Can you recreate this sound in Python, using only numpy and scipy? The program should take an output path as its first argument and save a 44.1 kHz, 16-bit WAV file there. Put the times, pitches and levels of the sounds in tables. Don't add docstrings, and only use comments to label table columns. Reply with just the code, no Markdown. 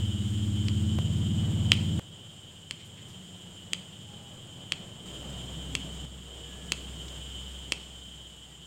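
import sys
import numpy as np
from scipy import signal
from scipy.fft import rfft, irfft
from scipy.io import wavfile

SR = 44100
rng = np.random.default_rng(int(sys.argv[2]) if len(sys.argv) > 2 else 0)


def dump(signal):
    limited = np.clip(np.atleast_2d(signal).T, -1, 1)
    pcm = np.round(limited * 32767).astype(np.int16)
    wavfile.write(sys.argv[1], SR, pcm)


N = 381906
TIME = np.arange(N) / SR

# (time [s], level [dB], low modes [dB], main ring [dB], middle modes [dB], bright modes [dB])
BEAD_SNAPS = [(0.6842, -24, 0, 0.5, 7.5, -8), (1.7187, -4, -3, 2.5, 2, -4),
              (2.7099, -17, -6, -6, -0.5, 1.5), (3.7332, -15.5, -7, 0.5, -2.5, 5.5),
              (4.7212, -10, -4, -2.5, -4.5, -2.5), (5.752, -10, 3, -6, -0.5, -0.5),
              (6.7204, -9.5, 4.5, -4.5, 2, 4), (7.7215, -8.5, 5.5, -5.5, -0.5, -1.5)]
# (frequency [Hz], level [dB], time to decay by 60 dB [s])
SNAP_MODES = [(2320, -23.5, 0.017), (2670, -15.5, 0.018), (3120, 3.5, 0.006), (4080, -13, 0.0085),
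              (4680, -12.5, 0.0067), (5250, -14.5, 0.0061), (6600, -10, 0.0038), (7770, -10.5, 0.0048),
              (8900, -16, 0.0036)]
# (frequency [Hz], width [Hz])
ANTIRESONANCES = [(1540, 320), (3750, 180)]
# (time [s], level [dB], centre frequency [Hz], time constant [s])
CANVAS_TOUCHES = [(1.737, -41, 8500, 0.00076), (2.782, -55, 2600, 0.02), (2.847, -62, 7500, 0.013),
                  (2.965, -57, 2230, 0.022), (3.08, -61, 4500, 0.017), (3.074, -64, 8000, 0.014),
                  (7.082, -45, 3300, 0.0021)]
# (offset from the tone [multiples of the turn rate], level [dB])
MOTOR_SIDEBANDS = [(-5, -23), (-3, -19), (-2, -11), (-1, -3), (0, 0), (1, -5), (2, -11), (3, -13), (4, -17),
                   (5, -18)]
# (start [s], end [s], boom [dB], initial overtones [dB], their rise [dB/s])
ENGINE_STRETCHES = [(0, 0.984, -29, -39, 8), (0.986, 1.996, -29, -32.5, 1.3),
                    (1.993, 5.052, -54.5, -61.5, 1)]
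# (order [multiple of the cycle rate], level [dB])
EARLY_ORDERS = [(1, -25), (2, -34), (3, -38), (4, -12), (5, 1), (6, 2.5), (7, -11), (8, -16), (9, -16.5),
                (10, -12.5), (11, -10.5), (12, -6.5), (13, -32), (14, -22.5), (15, -30), (16, -23.5),
                (17, -17.5), (18, -22.5), (19, -29), (20, -28.5)]
LATE_ORDERS = [(1, -41), (2, -32), (3, -33), (4, -13.5), (5, -1), (6, -0.5), (7, -6.5), (8, -4), (9, 0),
               (10, -6), (11, -4.5), (12, -3.5), (13, -10), (14, -29), (15, -20.5), (16, -36), (17, -18),
               (18, -13.5), (19, -33), (20, -23.5)]
# (frequency [Hz], spectral density [dB])
COMBUSTION_SPECTRUM = [(10, -12), (45, -8), (100, -3), (220, 0.5), (330, -1.5), (500, -19), (1200, -49),
                       (4000, -70)]
# (frequency [Hz], spectral density [dB])
HISS_SPECTRUM = [(600, -9.5), (1500, -4), (2400, -6.5), (2800, 0), (3130, 9), (3500, -1), (4300, -9),
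                 (5250, -7), (5900, -12.5), (7150, 2.5), (7700, -2), (8300, 0), (9700, -16.5), (12000, -19),
                 (15500, -19)]
# (frequency [Hz], spectral density [dB])
TYRE_SPECTRUM = [(100, 4.5), (250, -3), (400, 5.5), (700, 2.5), (1100, -4), (1800, -10.5), (3500, -13.5),
                 (8000, -38)]
# (frequency [Hz], spectral density [dB])
RUMBLE_SPECTRUM = [(10, -26), (25, -20), (45, -42), (70, -12.5), (110, -0.5), (170, 2), (230, -6.5),
                   (330, -9.5), (600, -22.5), (1500, -56)]
# (time of closest approach [s], time to fall by 3 dB [s], level over the steady traffic [dB])
VEHICLE_PASSES = [(1.62, 0.27, 6), (5.15, 0.96, 6.5)]
# (start [s], duration [s], frequency [Hz], level [dB])
FAR_TONES = [(2.8, 1.35, 183, -53.5), (4.0, .45, 810, -67), (5.06, .35, 585, -58), (5.55, .45, 266, -51),
             (6.08, .9, 468, -61), (6.38, .42, 1705, -63), (8.45, .13, 1950, -70)]
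# (time [s], level [dB], time constant [s])
JUMP_POPS = [(0.9883, -23, 0.00051), (1.996, -29, 0.00089), (6.05, -35.5, 0.00023)]
# (start [s], level [dB])
SHOT_LEVELS = [(0, -0.5), (1.996, -8), (3.02, -6.5), (5.058, -2), (6.055, -8)]


def bead_snaps(low_hz=1400, high_hz=9300):
    out, t = np.zeros(N), np.arange(2048) / SR
    hz, db, t60 = np.transpose(SNAP_MODES)
    decays = np.exp(-np.log(1000) * np.outer(1 / t60, t))
    tunings = 1 + .015 * rng.standard_normal((len(BEAD_SNAPS), len(hz)))
    scrapes = rng.standard_normal((len(BEAD_SNAPS), len(t)))
    family = np.digitize(hz, [2800, 3600, 5900])
    bass_cut = signal.butter(4, low_hz, "high", fs=SR, output="sos")
    top_cut = signal.butter(8, min(high_hz, 15000), fs=SR, output="sos")
    thud = sum(undb(gain_db) * np.sin(2 * np.pi * mode_hz * t) * np.exp(-t / decay_s)
               for mode_hz, gain_db, decay_s in
               [(324, -20.5, 0.0029), (517, -30.5, 0.0033), (1090, -16.5, 0.00035)])
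    for (s, level_db, *family_db), tuning, scrape in zip(BEAD_SNAPS, tunings, scrapes):
        gains = undb(db + np.array(family_db)[family])
        ring = gains @ (np.sin(2 * np.pi * np.outer(hz * tuning, t)) * decays)
        crack = undb(family_db[-1] - 12) * scrape * np.exp(-t / 0.0019)
        tick = signal.sosfilt(top_cut, signal.sosfilt(bass_cut, ring + crack))
        snap = tick + undb(-17) * crack + undb(0.25 * family_db[0]) * thud
        for dip_hz, width_hz in ANTIRESONANCES:
            snap = signal.lfilter(*signal.iirnotch(dip_hz, dip_hz / width_hz, fs=SR), snap)
        add(out, s, undb(level_db) * snap)
    return out


def canvas_rustle():
    out, t = np.zeros(N), np.arange(8192) / SR
    for s, db, hz, peak_s in CANVAS_TOUCHES:
        rub = unit(bandpass(rng.standard_normal(len(t)), hz / 1.33, hz * 1.57))
        envelope = t / peak_s * np.exp(1 - t / peak_s)
        add(out, s, undb(db) * rub * envelope)
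    return out


def room(x, t60_s=0.48):
    t = np.arange(SR // 2) / SR
    echo_age = np.maximum(t - .011, 0)
    reflections = bandpass(rng.standard_normal(len(t)), 890, 6200)
    early = unit(reflections * (echo_age > 0) * np.exp(-echo_age / 0.003))
    diffuse = bandpass(rng.standard_normal(len(t)), 400, 8400)
    tail = unit(diffuse * (t > .003) * np.exp(-np.log(1000) * t / t60_s))
    response = (undb(-22) * early + undb(-19.5) * tail) / np.sqrt(len(t))
    return signal.fftconvolve(x, response)[:N]


def motor(tone_hz=3106, turn_hz=135.3, twin_offset_hz=21, level_db=-45.5):
    turns = np.cumsum(turn_hz * (1 + .002 * walk(2.6))) / SR
    chopping = 0
    for offset, db in MOTOR_SIDEBANDS:
        flutter = 1 + 0.37 * (walk(20) + 1j * walk(39))
        chopping += undb(db) * flutter * np.exp(2j * np.pi * (offset * turns + rng.random()))
    tone = np.exp(2j * np.pi * np.cumsum(tone_hz + 4 * walk(21.4)) / SR)
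    twin = undb(-9) * np.exp(2j * np.pi * np.cumsum(tone_hz + twin_offset_hz + 12 * walk(20.6)) / SR)
    return unit(np.real(chopping * (tone + twin))) * undb(level_db + walk(5.7))


def near_engine(cycle_hz=17.9, jump_s=.988):
    cycles = np.cumsum(cycle_hz * (1 + 0.00474 * walk(3.43))) / SR
    boom_gain, overtone_gain = engine_gains()
    out = 0
    for orders, on in [(EARLY_ORDERS, TIME < jump_s), (LATE_ORDERS, TIME >= jump_s)]:
        partials = []
        for order, db in orders:
            gain = undb(db + 0.21 * order * walk(3.5))
            phase = 2 * np.pi * (order * cycles + rng.random() + 0.089 * walk(3.2))
            partials.append(gain * np.sin(phase))
        boom = unit(sum(partials[:7])) * boom_gain * undb(0.73 * walk(3.6))
        overtones = unit(sum(partials[7:])) * overtone_gain
        out += on * (boom + overtones)
    combustion = colour(rng.standard_normal(N), COMBUSTION_SPECTRUM, (100, 260))
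    return out + undb(-15) * combustion * overtone_gain


def engine_gains():
    boom, overtones = np.zeros(N), np.zeros(N)
    for start, end, boom_db, overtones_db, rise in ENGINE_STRETCHES:
        on = (TIME >= start) & (TIME < end)
        boom[on] = undb(boom_db)
        overtones[on] = undb(overtones_db + rise * (TIME[on] - start))
    return boom, overtones


def distant_engine(firing_hz=64.5, level_db=-43, start_s=5.02, attack_s=0.11, fade_from_s=7.38):
    phase = 2 * np.pi * np.cumsum(firing_hz * (1 + 0.007 * walk(4.9))) / SR
    note = unit(np.sin(phase) + undb(-32) * np.sin(2 * phase))
    attack = 1 - np.exp(-np.maximum(TIME - start_s, 0) / attack_s)
    fade_db = -6.5 * np.maximum(TIME - fade_from_s, 0)
    return note * attack * undb(level_db + fade_db + 1.2 * walk(3.9))


def hiss(level_db=-53):
    noise = colour(rng.standard_normal(N), HISS_SPECTRUM, (6600, 8800)) * undb(.5 * walk(35))
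    overtones = 0
    for hz, db in [(7005, -11.5), (7335, -7.5)]:
        beat = 1 + 1.2 * np.sin(2 * np.pi * np.cumsum(9 + 1.28 * walk(4.5)) / SR)
        overtones += undb(db) * beat * np.sin(2 * np.pi * np.cumsum(hz + 16 * walk(42)) / SR)
    return (noise + overtones) * undb(level_db)


def traffic(tyre_db=-59, rumble_db=-50.5):
    tyres = colour(rng.standard_normal(N), TYRE_SPECTRUM, (450, 1500)) * undb(tyre_db + 1.4 * walk(13))
    rumble = colour(rng.standard_normal(N), RUMBLE_SPECTRUM, (100, 260))
    rumble *= undb(rumble_db + 0.64 * walk(4.2))
    return tyres * passing_gain(lag_s=0) + rumble * passing_gain(lag_s=0.2)


def passing_gain(lag_s):
    power = sum(undb(db) ** 2 / (1 + ((TIME - s - lag_s) / width) ** 2) for s, width, db in VEHICLE_PASSES)
    return np.sqrt(1 + power)


def far_squeals():
    out = np.zeros(N)
    for s, duration, hz, db in FAR_TONES:
        swell = signal.windows.tukey(int(duration * SR), .6)
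        phase = 2 * np.pi * np.cumsum(hz * (1 + 0.011 * walk(25))) / SR
        tone = unit(np.sin(phase) * undb(4 * walk(7)))
        add(out, s, undb(db) * tone[:len(swell)] * swell)
    return out


def pops():
    out, t = np.zeros(N), np.arange(-256, 256) / SR
    for s, db, decay_s in JUMP_POPS:
        add(out, s + t[0], -undb(db) * np.tanh(t / .00004) * np.exp(-abs(t) / decay_s))
    return out


def background_gain(swell_s=7.12, width_s=0.93, swell_db=6.5):
    starts, db = np.transpose(SHOT_LEVELS)
    shot = np.searchsorted(starts[1:], TIME)
    swell = np.exp(-((TIME - swell_s) / width_s) ** 2) * (shot == len(SHOT_LEVELS) - 1)
    return undb(db[shot] + swell_db * swell)


def undb(db):
    return 10 ** (np.asarray(db) / 20)


def unit(x):
    return x / np.sqrt(np.mean(x ** 2) + 1e-30)


def walk(rate):
    size = 16384
    hz = np.fft.rfftfreq(size, TIME[-1] / size)
    slow = irfft(rfft(rng.standard_normal(size)) * np.exp(-(hz / rate) ** 2))
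    return unit(np.interp(TIME, np.linspace(0, TIME[-1], size), slow))


def colour(x, points, band):
    hz = np.fft.rfftfreq(N, 1 / SR)
    at, db = np.transpose(points)
    shaped = rfft(x) * undb(np.interp(np.log(hz + 1), np.log(at), db))
    return irfft(shaped, N) / np.std(irfft(shaped * (hz > band[0]) * (hz < band[1]), N))


def bandpass(x, low_hz, high_hz):
    return signal.sosfilt(signal.butter(2, [low_hz, min(high_hz, SR / 2 - 1000)], "band",
                                        fs=SR, output="sos"), x)


def add(out, s, x):
    i = max(int(s * SR), 0)
    out[i:i + len(x)] += x[:max(N - i, 0)]


def scene():
    beadwork = bead_snaps() + canvas_rustle()
    background = (motor() + hiss() + traffic() + distant_engine()) * background_gain()
    return (beadwork + room(beadwork) + pops() + background + near_engine() + far_squeals())[None]


def record(dry):
    lowpass = signal.ellip(10, .1, 80, 15800, fs=SR, output="sos")
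    return signal.sosfilt(lowpass, np.clip(dry, -1, 1))


dry = scene()
out = record(dry)
dump(out)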